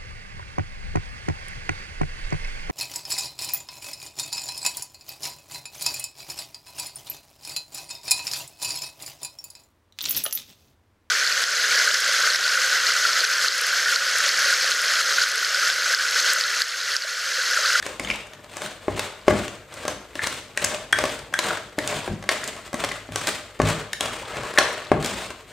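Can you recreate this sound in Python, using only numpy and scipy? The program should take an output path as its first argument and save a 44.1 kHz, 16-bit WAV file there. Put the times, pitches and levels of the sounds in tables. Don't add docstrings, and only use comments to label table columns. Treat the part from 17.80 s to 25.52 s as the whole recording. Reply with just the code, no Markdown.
import sys
import numpy as np
from scipy import signal
from scipy.fft import rfft, irfft, next_fast_len
from scipy.io import wavfile
from scipy.ndimage import map_coordinates

SR = 44100
rng = np.random.default_rng(int(sys.argv[2]) if len(sys.argv) > 2 else 0)


def unload_wav(signal):
    wavfile.write(
        sys.argv[1],
        SR,
        np.round(np.clip(np.atleast_2d(signal).T, -1, 1) * 32767).astype(np.int16),
    )


N = 340452

# (touch [s], rise [s], contact after the peak [s],
# drag [dB], wet sizzle [dB], shove on the bowl [dB], bubbles [dB])
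STROKES = [(0.0, 0.057, .05, -42, -38, -57, -40), (0.19, 0.082, 0.067, -38, -34, -57, -32),
           (0.68, 0.13, 0.065, -42, -38, -45, -44), (1.072, .13, 0.056, -35.5, -35, -46, -33),
           (1.468, 0.048, .17, -33, -35, -27, -34.5), (1.901, .18, 0.028, -36, -38.5, -44, -37),
           (2.332, 0.099, 0.11, -45, -31.5, -48, -37.5), (2.762, 0.077, 0.083, -31.5, -31, -35, -34),
           (3.13, 0.09, .12, -33, -31.5, -30.5, -32), (3.52, 0.15, 0.037, -31.5, -32, -41, -30),
           (3.968, 0.12, 0.16, -31.5, -31.5, -40, -31), (4.461, 0.048, 0.35, -34, -34.5, -44, -31),
           (4.92, 0.082, 0.47, -34.5, -37, -48, -36), (5.328, 0.14, 0.071, -35.5, -29.5, -38, -33.5),
           (5.791, 0.093, 0.041, -26.5, -28.5, -28.5, -29.5), (6.203, 0.028, 0.31, -30.5, -32, -39, -31.5),
           (6.4, 0.18, 0.34, -31, -39, -38, -32.5), (6.759, 0.033, 0.24, -27.5, -37, -38, -23.5),
           (7.1, 0.052, .04, -45, -63, -38, -43), (7.2, 0.064, 0.19, -32.5, -30, -33, -33.5),
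           (7.66, 0.044, .05, -55, -43.5, -61, -47)]
# (below its peak at the touch [dB], sag in contact [dB/s],
# fall after lift-off [dB/s], rest level [dB])
DRAG_SHAPE = (14.5, 49.5, 102.5, -52)
SIZZLE_SHAPE = (14.5, 42, 190, -55)
SHOVE_SHAPE = (8, 70, 75, -49.5)
# (frequency [Hz], relative level [dB])
DRAG_SPECTRUM = [(150, -46), (250, -37), (289, -28), (363, 1), (398, -5), (431, 4), (541, 0.5), (601, 3.5),
                 (850, -5), (1110, 0), (1410, -2.5), (2160, -8), (6000, -23), (7800, -17), (13200, -120)]
# (frequency [Hz], relative level [dB])
SIZZLE_SPECTRUM = [(2060, -1), (3500, -1.5), (5600, -9.5), (7630, -5.5), (9080, -7), (10800, -20.5),
                   (14900, -14.5), (15800, -22), (16300, -42)]
# (frequency [Hz], relative level [dB])
SHUFFLE_SPECTRUM = [(15, -48), (25, -27), (48, 5), (75, -4), (130, -1), (141, 2.5), (162, -21), (199, 1.5),
                    (232, -8.5), (251, -5), (276, -6.5), (328, -5.5), (400, -16), (520, -18), (880, -120)]
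# (time [s], level [dB], pitch [Hz], overtones [dB])
POPS = [(0.0272, -19.5, 1760, -16), (0.197, -17, 2200, -18), (0.2476, -15, 3110, -9),
        (0.2737, -17, 2200, -14), (0.3014, -3, 2410, -27), (0.3124, -11, 2250, -26),
        (0.3396, -22, 2700, -16), (0.862, -22, 1530, 1), (2.3927, -11, 1750, -21), (2.4189, -14, 2060, -12),
        (2.4421, -11, 1920, -6), (2.7754, -7, 1900, -21), (3.1291, 1, 1567, -5), (3.5401, -4, 1605, -12),
        (3.699, -14, 1550, -15), (3.707, -10.5, 1420, -15), (3.772, -18.5, 1560, -9),
        (3.9883, -9.5, 1830, -19.5), (4.4906, -3.5, 1880, -25), (4.6344, -14.5, 1690, -9),
        (5.1148, -14, 2030, -15), (6.133, -9.5, 1810, -12), (6.2082, -10.5, 3300, -13),
        (6.7758, -1.5, 1805, -12), (6.782, -1.5, 1660, -10)]
# (multiple of pitch [1], level [dB])
POCKET_PARTIALS = [(1, 2), (1.13, -6.5), (.86, -20)]
# (multiple of pitch [1], level [dB])
POCKET_OVERTONES = [(2.1, 0), (3.5, -14), (5.3, -12)]
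# (time [s], level [dB], wire tick [dB], bowl knock [dB])
SLAPS = [(0.0254, -15, -13, -19), (0.0641, -11, -7, -6.5), (0.1965, -10.5, -5, -11),
         (0.3013, -14.5, -12, -4.5), (0.3103, -16, -10, -8), (0.3583, -20.5, 0.5, -14),
         (0.534, -23, -7, -15), (0.6437, -28, -6, -4), (0.7683, -20, 4.5, -2.5), (0.819, -16, -2, -2),
         (0.8611, -18, 0, -24), (1.0819, -28, -25, 10), (1.1938, -5, -5, -11), (1.481, -4, -21, -8),
         (1.5075, -15, -21.5, 6), (1.5361, -16, -15, -4), (1.6797, -14.5, -7, -13), (1.9398, -27, 8, -4),
         (2.0524, -18, -5, 0), (2.0797, -9.5, -0.5, -3), (2.354, -16.5, -7, -8), (2.4344, -13, -2, -24),
         (2.4703, -3.5, -8, -20), (2.54, -18, 0, -25), (2.7743, -5.5, -4.5, -12.5), (2.842, -6.5, 2, -11),
         (2.8457, -7, 10, -12), (2.922, -26.5, -10, 7.5), (2.945, -12.5, -28, -8.5),
         (3.1258, -5.5, -1, -16), (3.187, -5, -5, -5.5), (3.239, -10.5, 0, 1.5), (3.254, -8.5, -16, -8),
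         (3.2933, -15, -15, -4), (3.3916, -21, -4, -10), (3.526, -27, -12, 3), (3.538, -8, -1, -21),
         (3.5897, 0, -4.5, -13), (3.711, -14.5, -15, 1), (3.7722, -16, -10, -9), (3.9864, -9, -1.5, -19),
         (4.075, -7.5, 0, -26), (4.1259, -16.5, -17, 1), (4.2766, -24.5, 2, 6.5), (4.4257, -22, -11, -5),
         (4.4393, -22.5, -12, -2), (4.4905, -0.5, -9, -10.5), (4.5221, -12, -1, -16), (4.64, -18, 7.5, -27),
         (4.6766, -25, 15.5, -22), (4.9302, -19, 1, 0.5), (4.9426, -16, 1, -0.5), (5.0389, -8, -14, -5.5),
         (5.046, -7, -6, -9), (5.089, -11.5, -20, -16), (5.118, -14.5, -8, -6.5), (5.321, -20, -4, -7),
         (5.3584, -7, 0, -6), (5.4713, -3.5, -1.5, -19), (5.8001, -17.5, -19, 9.5), (5.8171, -10, -6, -1.5),
         (5.8873, -15, 4, -3), (6.131, -11, 4, -29), (6.2079, -8, 3, -8), (6.6341, -19, -8, 0.5),
         (6.708, -24.5, -4, -6), (6.7386, -21, 0, -0.5), (6.785, 9.5, -40, -10), (7.1167, -12, -28, -4),
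         (7.226, -13.5, -2, -8), (7.2452, -7, -7, -33), (7.26, -9.5, 3, -26), (7.5043, -18.5, -7, -2)]
# (lowest [Hz], width [Hz])
WIRE_BANDS = [(4500, 6000), (900, 5500)]
# (lowest [Hz], width [Hz])
GLINT_BAND = (6100, 11400)
# (time [s], level [dB], pitch of the loaded base [Hz], worktop boom [dB])
THUMPS = [(0.203, -23, 282, 0.5), (1.081, -10, 375, -4.5), (1.48, -1, 394, -7), (2.051, -22.5, 460, -13),
          (2.356, -24, 308, -24), (3.238, -23, 434, -22), (3.982, -13, 313, -25), (4.277, -16.5, 373, 3),
          (4.94, -20.5, 255, -27), (5.038, -26, 496, 0.5), (5.289, -23.5, 282, 2.5), (5.799, -5, 315, 0),
          (6.211, -27, 393, 1), (7.116, 2, 332, -8.5)]
# (frequency [Hz], level [dB], t60 [s])
BOWL_MODES = [(412.5, 2.5, 0.017), (577, 7, 0.017), (748, 8, 0.012), (1082, -0.5, 0.042),
              (1673, 0.5, 0.026), (2040, 10.5, 0.006)]
# (frequency [Hz], level [dB], t60 [s])
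WORKTOP_MODES = [(57.9, -4.5, 0.19), (102.4, -5.5, 0.39), (130, -4, 0.11), (160.4, -5.5, 0.25),
                 (202.4, -9.5, 0.093), (263, -21, 0.28)]
# (centre [Hz], width [Hz], level [dB])
HOLLOW = (608.6, 25, 1)
# (frequency [Hz], t60 [s])
KITCHEN_T60 = [(100, 0.52), (1000, 0.42), (4000, 0.55), (12000, 0.42)]
# (frequency [Hz], correlation [1])
PORT_LIKENESS = [(100, 0.88), (500, 0.93), (1500, 0.82), (4000, 0.5), (12000, 0.038)]
# (frequency [Hz], relative level [dB])
AIR_SPECTRUM = [(12, -37), (20, 15), (102, 10), (164, 8), (563, 11), (834, 1), (1100, -3.5), (3300, -20),
                (5620, -44.5), (8800, -60), (11000, -6), (15000, -6), (16300, -45)]
# (frequency [Hz], level [dB])
FRIDGE_HUM = [(50, -57), (100, -57)]
# (frequency [Hz], left minus right [dB])
PORT_IMBALANCE = [(60, 1.5), (240, 2), (950, 2.5), (3770, 1.5), (15000, 0.5)]

TOUCH_S = 0.0053
JERK_DB, FLUTTER_DB, BUBBLE_SPREAD_DB = 2, 1.63, 4.5
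SKID_OVER_BOOM_DB, SKID_SWELL_S, SKID_FALL_DB_S = -11, 0.053, 210
POP_T60_S, SLAP_T60_S = 0.017, 0.02
PATTER_OVER_DRAG_DB, PATTER_SCATTER_DB, PATTER_TICK_DB, PATTER_KNOCK_DB = 13, 3, -8, -6
SOFT_DB_OCT = -4.5
AIR_DB = -55.5
TOP_HZ = 16350


def drag(jerk_db):
    level_db = sweeps(column=3, shape=DRAG_SHAPE) - 2.5 + jerk_db
    return amp(level_db) * coloured(grit(300, spread_db=-4.0), DRAG_SPECTRUM)


def bubbles():
    level_db = sweeps(column=6, shape=DRAG_SHAPE) - 6.0
    return amp(level_db) * crackle(count=2500, centre_hz=2294, cycles=2.5)


def sizzle(jerk_db):
    near = grit(880, spread_db=9.5)
    flipped = near * np.sign(wobble(3000))
    spread = near + 0.31 * diffuse(np.array([near, flipped]))
    level_db = sweeps(column=4, shape=SIZZLE_SHAPE) - 1.0 + 1.72 * jerk_db
    return amp(level_db) * coloured(spread, SIZZLE_SPECTRUM)


def shuffle():
    gain = amp(sweeps(column=5, shape=SHOVE_SHAPE)) + skids()
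    unsteady = amp(-8.5 + 5.16 * wobble(25.02))
    return gain * unsteady * coloured(rng.standard_normal(N), SHUFFLE_SPECTRUM)


def sweeps(column, shape):
    below_db, sag_db_s, fall_db_s, rest_db = shape
    t, power = np.arange(N) / SR, amp(2 * rest_db)
    for row in STROKES:
        touch_s, rise_s, contact_s = row[0], max(row[1], .005), max(row[2], .005)
        knots_s = touch_s + np.cumsum([-TOUCH_S, TOUCH_S, rise_s, contact_s, 1])
        lifted_db = sag_db_s * contact_s
        drop_db = np.interp(t, knots_s, [60, below_db, 0, lifted_db, lifted_db + fall_db_s])
        power = power + amp(2 * (row[column] - drop_db))
    return 10 * np.log10(power)


def skids():
    t, gain = np.arange(N) / SR, 0
    for s, db, _, boom_db in THUMPS:
        knots_s = [s - .02, s, s + SKID_SWELL_S, s + SKID_SWELL_S + 1]
        drop_db = np.interp(t, knots_s, [90, 15, 0, SKID_FALL_DB_S])
        gain = gain + amp(db + boom_db + SKID_OVER_BOOM_DB - drop_db)
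    return gain


def grit(rate, spread_db):
    size = np.minimum(rng.exponential(size=N), 4)
    slips = (rng.random(N) < rate / SR) * amp(spread_db * size)
    bursts = signal.lfilter([1], [1, -np.exp(-1 / (0.00093 * SR))], slips)
    return rng.standard_normal(N) * (1 + 0.24 * unit(bursts))


def crackle(count, centre_hz, cycles):
    when, size = rng.random((2, count))
    hz = centre_hz * np.exp(.5 * rng.standard_normal(count))[:, None]
    t = np.arange(256) / SR
    strength = amp(-BUBBLE_SPREAD_DB * np.log(size + .03))[:, None]
    grains = strength * np.sin(2 * np.pi * hz * t) * np.exp(-t * hz / cycles)
    where = (when * N).astype(int)[:, None] + np.arange(256)
    return unit(np.bincount(where.ravel(), grains.ravel(), N + 256)[:N])


def pops():
    out, t = np.zeros(N + SR), np.arange(SR // 8) / SR
    for s, db, hz, over_db in POPS:
        modes = [(hz * k, level, POP_T60_S) for k, level in POCKET_PARTIALS]
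        modes += [(hz * k, level + over_db, POP_T60_S) for k, level in POCKET_OVERTONES]
        pop = ring(modes, t, 0.00044, scatter_db=2, detune=0.0036)
        out[round(s * SR):][:len(t)] += amp(db - 3.5) * pop
    return out[:N]


def slaps():
    out, t = np.zeros((2, N + SR)), np.arange(SR // 8) / SR
    for s, db, tick_db, knock_db in SLAPS + patter(count=30):
        tick = burst(WIRE_BANDS[0], t, 0.63 * SLAP_T60_S)
        splash = burst(WIRE_BANDS[1], t, SLAP_T60_S)
        glint = 0.29 * np.outer([1, -1], burst(GLINT_BAND, t, 1.1 * SLAP_T60_S))
        knock = amp(knock_db - 1.0) * ring(BOWL_MODES, t, 0.0013, scatter_db=0.0, detune=0.038)
        slap = splash + amp(tick_db) * (tick + glint) + knock
        out[:, round(s * SR):][:, :len(t)] += amp(db - 6.5) * slap
    return out[:, :N]


def patter(count):
    when, size = rng.random(count) * N, rng.standard_normal(count)
    drag_db = sweeps(column=3, shape=DRAG_SHAPE)[when.astype(int)]
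    db = drag_db + PATTER_OVER_DRAG_DB + PATTER_SCATTER_DB * size
    return [(n / SR, level, PATTER_TICK_DB, PATTER_KNOCK_DB) for n, level in zip(when, db)]


def burst(band, t, t60):
    low_hz, width_hz = band
    shape = signal.butter(1, [low_hz, low_hz + width_hz], "band", fs=SR, output="sos")
    noise = rng.standard_normal(len(t)) * amp(-60 * t / t60) * (1 - np.exp(-t / .0006))
    noise[round(.0006 * SR)] += 3
    return 1.47 * signal.sosfilt(shape, signal.sosfilt(shape, noise))


def thumps():
    out, t = np.zeros(N + SR), np.arange(SR // 2) / SR
    lowest_hz = BOWL_MODES[0][0]
    dull = [(hz, db + SOFT_DB_OCT * np.log2(hz / lowest_hz), t60) for hz, db, t60 in BOWL_MODES]
    for s, db, base_hz, boom_db in THUMPS:
        boom = amp(boom_db) * ring(WORKTOP_MODES, t, 0.025, scatter_db=2.0, detune=0.0099)
        wall = ring(dull, t, .0004, scatter_db=1.5, detune=.02)
        base_modes = [(base_hz, 0, .025), (1.28 * base_hz, -4, .02)]
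        base = ring(base_modes, t, 0.0021, scatter_db=4.5, detune=0.016)
        knock = amp(-3) * wall + amp(3) * base
        out[round((s + .001) * SR):][:len(t)] += amp(db - 5.5) * (knock + boom)
    return out[:N]


def ring(modes, t, attack, scatter_db, detune):
    chance = rng.standard_normal((len(modes), 2))
    tones = 0
    for (hz, db, t60), (a, b) in zip(modes, chance):
        decay = amp(db + scatter_db * a - 60 * t / t60)
        tones = tones + decay * np.sin(2 * np.pi * hz * (1 + detune * b) * t)
    return tones * (1 - np.exp(-t / attack))


def hollow(x):
    centre_hz, width_hz, db = HOLLOW

    def response(hz):
        damping = 1j * hz * width_hz
        return 1 + amp(db) * damping / (centre_hz ** 2 - hz * hz + damping)
    return filtered(x, response)


def kitchen(x):
    step, out = SR // 4, np.zeros((2, N + 2 * SR))
    for start in range(0, N, step):
        hz, t, z = signal.stft(rng.standard_normal((2, SR * 3 // 4)), SR, nperseg=256)
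        decay = amp(-60 * t / along(KITCHEN_T60, hz)[:, None])
        tail = diffuse(signal.istft(z * decay, SR, nperseg=256)[1])
        tail = tail / np.linalg.norm(tail[0])
        wet = signal.fftconvolve(x[None, start:start + step], tail, axes=1)
        out[:, start + 200:][:, :wet.shape[1]] += wet
    return out[:, :N]


def waver(x, depth_s, rate):
    at = np.arange(N) + depth_s * SR * wobble(rate)
    return np.array([map_coordinates(c, [at]) for c in x])


def room_air():
    return amp(AIR_DB) * coloured(diffuse(rng.standard_normal((2, N))), AIR_SPECTRUM)


def fridge_hum():
    t = np.arange(N) / SR
    return sum(amp(db + 1.2 * wobble(4.43)) * np.sin(2 * np.pi * hz * t) for hz, db in FRIDGE_HUM)


def amp(db):
    return 10 ** (np.asarray(db) / 20)


def unit(x):
    return x / np.sqrt(np.mean(x ** 2) + 1e-20)


def along(points, hz):
    f, v = np.transpose(points)
    return np.interp(np.log(hz + 1), np.log(f + 1), v)


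def wobble(rate):
    return map_coordinates(rng.standard_normal(int(N * rate / SR) + 4), [np.arange(N) * rate / SR])


def filtered(x, response):
    n = x.shape[-1]
    m = next_fast_len(n + 8192)
    return irfft(rfft(x, m) * response(np.fft.rfftfreq(m, 1 / SR)), m)[..., :n]


def coloured(x, spectrum):
    return unit(filtered(x, lambda hz: amp(along(spectrum, hz))))


def diffuse(pair):
    def mid_side(hz):
        angle = np.arccos(np.clip(along(PORT_LIKENESS, hz), 0, 1)) / 2
        return np.array([np.cos(angle), np.sin(angle)])
    mid, side = filtered(pair, mid_side)
    return np.array([mid + side, mid - side])


def scene():
    jerk_db = JERK_DB * wobble(45) + FLUTTER_DB * wobble(110)
    rubbing = drag(jerk_db) + bubbles() + shuffle()
    blows = pops() + slaps() + thumps()
    bowl = hollow(rubbing + blows) + sizzle(jerk_db)
    echo = waver(kitchen(bowl.mean(0)), depth_s=.0002, rate=70)
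    return bowl + amp(-4.5) * echo + room_air() + fridge_hum()


def record(dry):
    def port_response(hz):
        balance = amp(np.outer([.5, -.5], along(PORT_IMBALANCE, hz)))
        return balance / (1 + (hz / 15000) ** 4) / (1 + (45 / (hz + 1)) ** 3)
    ports = filtered(dry, port_response)
    held = ports / (1 + np.abs(ports) ** 16) ** (1 / 16)
    return filtered(held, lambda hz: np.clip((TOP_HZ + 300 - hz) / 600, 0, 1) ** 2)


dry = scene()
out = record(dry)
unload_wav(out)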